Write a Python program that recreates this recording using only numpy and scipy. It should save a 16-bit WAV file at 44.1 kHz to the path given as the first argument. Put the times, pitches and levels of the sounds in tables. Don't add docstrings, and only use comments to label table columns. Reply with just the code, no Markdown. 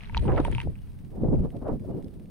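import sys
import numpy as np
from scipy import signal
from scipy.fft import rfft, irfft, next_fast_len
from scipy.io import wavfile
from scipy.ndimage import uniform_filter1d, map_coordinates

SR = 44100
rng = np.random.default_rng(int(sys.argv[2]) if len(sys.argv) > 2 else 0)


def amplitude_ratio(level_db):
    exponent = np.asarray(level_db, float) / 20
    return 10 ** exponent


def to_wav(sig):
    pcm = np.clip(np.atleast_2d(sig), -1, 1) * 32767
    pcm = np.round(pcm).astype(np.int16)
    wavfile.write(sys.argv[1], SR, pcm.T)


N = 101429

# f/Hz, likeness (1 = the same)
LIKENESS = [(1000, 0.77), (3000, 0.18), (7000, 0.68), (15000, 0.55)]


def unit(x):
    return x / np.sqrt(np.mean(x ** 2) + 1e-20)


def along(points, hz):
    f, v = np.transpose(points)
    return np.interp(np.log(hz + 1), np.log(f + 1), v, left=-120, right=-120)


def wobble(rate):
    knots = rng.standard_normal(int(N * rate / SR) + 4)
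    return map_coordinates(knots, [np.arange(N) * rate / SR])


def lumps(db, rate):
    return amplitude_ratio(db * np.array([wobble(rate), wobble(rate)]))


def filtered(x, response):
    m = next_fast_len(N + SR // 2)
    return irfft(rfft(x, m) * response(np.fft.rfftfreq(m, 1 / SR)), m)[..., :N]


def pair(alike):
    def mix(hz):
        turn = np.arccos(np.clip(alike(hz), -1, 1)) / 2
        return np.array([np.cos(turn), np.sin(turn)])
    mid, side = filtered(rng.standard_normal((2, N)), mix)
    return np.array([mid + side, mid - side])


def even_pair(likeness):
    return pair(lambda hz: likeness + 0 * hz)


def steady_pair():
    f, likeness = np.transpose(LIKENESS)
    return pair(lambda hz: np.interp(np.log(hz + 1), np.log(f), likeness))


def coloured(x, spectrum):
    return unit(filtered(x, lambda hz: amplitude_ratio(along(spectrum, hz))))


def add(track, s, sound):
    part = track[..., round(s * SR):][..., :sound.shape[-1]]
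    part += sound[..., :part.shape[-1]]


def bursts(rows):
    t = np.arange(N) / SR
    power = 0
    for s, half_s, *db in rows:
        power = power + amplitude_ratio(np.array(db)[:, None]) ** 2 * np.exp(-((t - s) / half_s) ** 2)
    return np.sqrt(power)


def distant_hum():
    # f/Hz, level/dB per Hz
    hum_band = [(100, -11.5), (200, 0), (350, -24), (700, -25), (1200, -36.5)]
    return amplitude_ratio(-54.5) * coloured(steady_pair(), hum_band)


def bird():
    # t/s, length/s, f/Hz, level/dB
    whistles = [
        (.642, .035, 4930, -78),
        (.755, .1, 2930, -76),
        (1.8, .045, 4930, -82),
        (1.89, .145, 2900, -79.5),
    ]
    sag = .02
    out, flutter = np.zeros(N), amplitude_ratio(2.2 * wobble(50.7))
    for s, length, hz, db in whistles:
        u = np.arange(round(length * SR)) / SR / length
        swell = np.sin(np.pi * u) ** .4
        add(out, s, amplitude_ratio(db) * swell * np.sin(2 * np.pi * hz * length * (u - sag * u ** 2 / 2)))
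    out = out * amplitude_ratio(2.2 * wobble(160))
    return out * flutter * amplitude_ratio([[-2], [1.5]])


def buffeting():
    # centre t/s, half length/s, level/dB
    swells = [(.09, 0.045, -37), (.18, 0.036, -23), (.33, 0.06, -21), (.5, 0.079, -25), (.675, 0.026, -27),
              (.79, 0.25, -38.5), (1.2, 0.058, -35.5), (1.36, 0.072, -23), (1.55, 0.067, -50),
              (1.72, 0.085, -34.5), (1.92, 0.047, -47)]
    # f/Hz, level/dB per Hz
    rumble_band = [(10, -8.5), (25, 5), (60, 2.5), (130, -1.5), (250, -18.5), (500, -28.5), (1000, -99)]
    calm_db = -44.5
    rumble = unit(lumps(0.85, 15.33) * coloured(even_pair(0), rumble_band))
    return np.hypot(bursts(swells), amplitude_ratio(calm_db)) * amplitude_ratio(-1.0) * rumble


def gusts():
    # centre t/s, half length/s, level/dB, fall-off/dB per kHz
    gust_rows = [(0.266, 0.03, -23.5, 46), (0.306, 0.019, -25.5, 19), (0.363, 0.028, -26, 29),
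                 (0.38, 0.0065, -27.5, 11.5), (0.399, 0.0078, -22, 20), (0.43, 0.033, -34.5, 31.5),
                 (0.482, 0.0062, -30, 21.5), (0.518, 0.024, -32.5, 44.5), (0.673, 0.032, -32, 55.5),
                 (1.07, 0.076, -41, 91), (1.186, .04, -35, 40), (1.241, 0.019, -23.5, 44),
                 (1.288, 0.027, -24, 43), (1.336, 0.015, -21.5, 42), (1.403, 0.051, -24.5, 56.5),
                 (1.453, 0.017, -27, 38), (1.563, 0.029, -32, 46), (1.628, 0.0097, -36, 27),
                 (1.687, 0.029, -29.5, 25), (1.731, 0.021, -23.5, 48.5), (1.848, 0.016, -33.5, 48.5),
                 (1.899, 0.017, -30, 39), (1.82, 0.017, -35.5, 62), (1.973, 0.029, -31.5, 41.5),
                 (2.058, 0.02, -36, 55), (2.2, 0.42, -42, 57.5)]
    low_hz, tail_db = 118, -54
    noise = pair(lambda hz: 0.6 * hz / (hz + 300))
    hz, t, z = signal.stft(noise, SR, nperseg=512, noverlap=384)
    hz, power = hz[:, None], 0
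    for s, half_s, db, fall_db in gust_rows:
        corner_hz = low_hz * (40 / fall_db) ** 1.22
        tilt = amplitude_ratio(-fall_db * hz / 1000) + amplitude_ratio(tail_db - 6 * hz / 1000)
        tilt = tilt * hz ** 2 / (hz ** 2 + corner_hz ** 2)
        power = power + (amplitude_ratio(db - 1.5) * unit(tilt)) ** 2 * np.exp(-((t - s) / half_s) ** 2)
    patches = uniform_filter1d(rng.standard_normal(z.shape[1:]), size=4, axis=0)
    patches = unit(uniform_filter1d(patches, size=5, axis=1))
    z = z * amplitude_ratio(2.15 * patches) * np.sqrt(power)
    roar = signal.istft(z, SR, nperseg=512, noverlap=384)[1][:, :N]
    return roar * lumps(2, 70) * amplitude_ratio(0.71 * wobble(140))


def thumps():
    # centre t/s, peak level/dB, f/Hz, number of cycles
    eddies = [(.21, -19, 90, 1.14), (0.396, -20, 560, 0.78), (.402, -9.5, 280, 0.97), (.483, -25, 696, 2.2),
              (.668, -23, 131, 0.55), (.674, -28, 567, 1.3), (1.236, -13.5, 329, 0.83),
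              (1.29, -14.5, 139, 1.2), (1.332, -18, 400, 2.1), (1.45, -20, 296, 1.1),
              (1.624, -34, 350, 0.98), (1.671, -27.5, 600, 4), (1.688, -24.5, 600, 2.2),
              (1.78, -34.5, 225, 3.4), (1.85, -36.5, 600, 4), (1.968, -37, 285, 2.3),
              (2.045, -32.5, 248, 2.1)]
    out, t = np.zeros((2, N)), np.arange(-SR // 25, SR // 25) / SR
    opposite = np.array([[1], [-1]])
    luck = rng.standard_normal((len(eddies), 2))
    for (s, db, hz, cycles), (side, turn) in zip(eddies, luck):
        shape = np.exp(-(2 * t * hz / cycles) ** 2)
        wave = -np.sin(2 * np.pi * hz * t + 0.49 * turn * opposite)
        add(out, s + t[0], amplitude_ratio(db + 1.5 * side * opposite) * shape * wave)
    return out


def patter():
    # centre t/s, half length/s, wet level/dB, mist level/dB
    patter_rows = [(.03, 0.081, -47.5, -70), (.17, 0.022, -38, -87), (.245, 0.031, -46, -54),
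                   (.31, 0.021, -71, -76), (.38, 0.056, -44.5, -60), (.46, 0.016, -40.5, -51),
                   (.535, 0.034, -44, -60), (.6, 0.035, -44.5, -60), (.68, 0.22, -61.5, -70)]
    # centre t/s, half length/s, level/dB
    fine_rows = [(0.49, 0.08, -70.5)]
    # f/Hz, level/dB per Hz
    wet_band = [(600, -0.5), (1100, 0), (2300, 1), (3300, -4.5), (5000, -14.5), (7000, -24)]
    mist_band = [(6500, -40), (8300, -4), (9200, 5), (10500, -24), (12500, -31)]
    fine_band = [(9200, -27), (10400, -13), (11800, -33)]
    hits_per_s, spread_db, grain_t60_s = 320, 2.6, .006
    wet, mist = bursts(patter_rows)
    hits = (rng.random(N) < hits_per_s / SR) * amplitude_ratio(spread_db * rng.exponential(size=N))
    fade = amplitude_ratio(-60 * np.arange(512) / SR / grain_t60_s)
    grains = signal.fftconvolve(hits, fade)[:N] + 1.2
    wet = wet * coloured(grains * even_pair(0.054), wet_band) * amplitude_ratio(-8)
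    fine = bursts(fine_rows) * coloured(even_pair(.5), fine_band)
    return wet + fine + mist * coloured(even_pair(.5), mist_band) * amplitude_ratio(-12 + 2.5 * wobble(61.0))


def drops():
    # t/s, peak level/dB, f/Hz, second f/Hz,
    # splash level above 6 kHz/dB
    drop_rows = [(0.0074, -33, 2320, 2770, -62), (0.0348, -41, 2440, 2770, -69),
                 (0.046, -36.5, 2140, 2730, -79), (0.0564, -42, 3870, 2420, -73),
                 (0.0964, -37, 2190, 1710, -68), (0.1467, -19, 2470, 1500, -77),
                 (0.17, -32, 3770, 2130, -74), (0.1765, -18.5, 3240, 3930, -56),
                 (0.1974, -41, 3040, 4100, -58), (0.2229, -44, 2320, 4300, -58),
                 (0.2806, -34.5, 2840, 1540, -77), (0.32, -35, 1840, 2630, -62),
                 (0.3625, -36.5, 2300, 3600, -74), (0.378, -24.5, 1990, 1400, -55.5),
                 (0.4006, -36, 2400, 3950, -55), (0.4165, -45, 3170, 2900, -75),
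                 (0.4487, -23, 2380, 1840, -44.5), (0.451, -33, 3100, 3200, -75),
                 (0.4625, -45, 2500, 1690, -57), (0.469, -50, 2700, 3300, -75),
                 (0.515, -37.5, 1870, 2780, -48.5), (0.5255, -33, 1920, 2300, -72),
                 (0.53, -36, 3200, 2300, -72), (0.549, -21.5, 2500, 3030, -50),
                 (0.565, -46, 2300, 2800, -70), (0.582, -26.5, 2750, 2390, -64),
                 (0.5928, -37, 2500, 2600, -69), (0.602, -20.5, 2600, 2110, -61),
                 (0.6148, -30.5, 2160, 2880, -51.5), (0.631, -45, 2100, 1800, -70),
                 (0.7551, -47, 2420, 2590, -71), (0.789, -51.5, 2880, 3320, -73.5),
                 (1.356, -52, 2510, 2310, -81), (1.566, -57, 4000, 4220, -80),
                 (2.0448, -50.5, 5050, 3430, -69)]
    # t/s, peak level/dB
    ring_rows = [(0.096, -26), (0.131, -31), (0.146, -25.5), (0.169, -7), (0.253, -18.5), (0.451, -9),
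                 (0.524, -28), (0.555, -27.5), (0.582, -14.5), (0.602, -26.5), (0.616, -28)]
    # f/Hz, level/dB, time to fade by 60 dB/s
    case_tones = [(925, -13.5, 0.049), (1040, -34, 0.008)]
    tick_t60_s, splash_t60_s, rise_s, lag_s = .0043, 0.0078, 0.00053, .00008
    out, t = np.zeros((2, N)), np.arange(SR // 8) / SR
    splash, luck = np.zeros((2, N)), rng.standard_normal((len(drop_rows), 4))
    for (s, db, hz, second_hz, splash_db), r in zip(drop_rows, luck):
        tick = np.sin(2 * np.pi * hz * t) + amplitude_ratio(-3) * np.sin(2 * np.pi * second_hz * t + r[0])
        tick = tick * (1 - np.exp(-t / rise_s)) ** 2
        add(out, s, amplitude_ratio(db + 11.5 - 60 * t / tick_t60_s) * tick * amplitude_ratio([[r[2]], [-r[2]]]))
        add(splash, s, amplitude_ratio(splash_db + 4 - 60 * t / splash_t60_s) * amplitude_ratio([[1.5], [-1.5]]))
    ring = np.zeros(N)
    for s, db in ring_rows:
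        tones = sum(amplitude_ratio(db + g - 60 * t / t60) * np.sin(2 * np.pi * hz * t) for hz, g, t60 in case_tones)
        add(ring, s, tones * (1 - np.exp(-t / rise_s)))
    out = out + ring * amplitude_ratio(0.38 * np.array([wobble(157.5), wobble(145.6)]))
    out = filtered(out, lambda hz: np.exp(np.outer([1j, -1j], np.pi * hz * lag_s)))
    bright = [(3000, -10), (4800, -18), (9000, 20), (12000, -2), (16000, -7)]  # f/Hz, level/dB
    return out + splash * coloured(even_pair(0.29), bright)


def cracks():
    # t/s, peak level/dB
    crack_rows = [(0.1707, -36.5), (0.176, -32.5), (.381, -46.5), (0.4028, -43), (0.45, -49),
                  (0.549, -53.5), (0.6032, -41), (0.618, -46)]
    # f/Hz, level/dB per Hz
    crack_band = [(2500, -1), (4000, 1), (6000, -7), (7500, -31), (11000, -24), (15000, -22.5),
                  (16800, -23)]
    snap_s = 0.00062
    t = np.arange(N) / SR
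    snap = sum(amplitude_ratio(db) * np.exp(-np.abs(t - s) / snap_s) for s, db in crack_rows)
    return snap * coloured(even_pair(0.25), crack_band)


def sprinkler():
    # t/s, peak level/dB
    hard_blows = [(0.919, -58), (1.0498, -59), (1.3548, -57.5), (1.442, -56.5), (1.504, -51.5),
                  (1.5681, -56), (1.682, -58), (1.797, -61), (2.0253, -64), (2.045, -58), (2.2572, -56)]
    # f/Hz, level/dB per Hz
    jet_band = [(530, -43), (900, -1), (2100, -5), (5000, -10.5), (7300, -18.5), (9100, -7.5),
                (12300, -15.5), (14300, -11), (16500, -14)]
    # f/Hz, level/dB
    arm_band = [(500, -25), (1800, 1), (3000, -2.5), (4600, -10.5), (7200, -14), (9000, -11.5),
                (13000, -38)]
    start_s, period_s, jitter_s = .0115, .05754, 0.00022
    arm_db, scatter_db, tick_t60_s = -62.5, 1.5, 0.011
    jet_db, slap_db, slap_s = -65.5, 2, 0.005
    luck = rng.standard_normal((int(N / SR / period_s), 2))
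    t = np.arange(SR // 20) / SR
    tick, slap = np.zeros(N), np.zeros(N)
    for k, (late, size) in enumerate(luck):
        s = start_s + k * period_s + jitter_s * late
        add(tick, s, amplitude_ratio(arm_db + scatter_db * size - 60 * t / tick_t60_s))
        add(slap, s, t / slap_s * np.exp(1 - t / slap_s))
    for s, db in hard_blows:
        add(tick, s, amplitude_ratio(db - 2 - 60 * t / tick_t60_s))
    hiss = coloured(steady_pair(), jet_band) * amplitude_ratio(jet_db + slap_db * (slap - 2.5) + 1.56 * wobble(90))
    return hiss + tick * coloured(even_pair(0.87), arm_band)


def scene():
    background = distant_hum() + bird()
    wind = buffeting() + gusts() + thumps()
    spray = patter() + drops() + cracks()
    return background + wind + spray + sprinkler()


def dull_moments(x):
    # centre t/s, half length/s, highest f kept/Hz
    dull_rows = [(.018, .005, 12600), (.048, .011, 13200), (.09, .033, 15100), (.156, .012, 12400),
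                 (.192, .01, 15200), (.28, .008, 14000), (.438, .005, 13500), (.475, .017, 15200),
                 (.535, .005, 14000), (.575, .016, 12400), (.6, .008, 15000), (.64, .018, 14800),
                 (.675, .02, 13000), (.715, .02, 15300), (1.21, .01, 14300), (1.3, .01, 14000),
                 (1.445, .008, 13500), (1.66, .011, 13200), (1.94, .008, 14500)]
    hz, t, z = signal.stft(x, SR, nperseg=256)
    lost = sum((hz[:, None] > top) * (np.abs(t - s) < half_s) for s, half_s, top in dull_rows) > 0
    return signal.istft(z * np.where(lost, amplitude_ratio(-22), 1), SR, nperseg=256)[1][:, :N]


def band_limit(x):
    return signal.sosfilt(signal.butter(12, 16480, fs=SR, output="sos"), x)


def record(dry):
    x = filtered(dull_moments(dry), lambda hz: np.where(hz < 15800, 1, amplitude_ratio(-26)))
    mix = .5 * np.tanh(2 * x)
    return band_limit(mix)


dry = scene()
out = record(dry)
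to_wav(out)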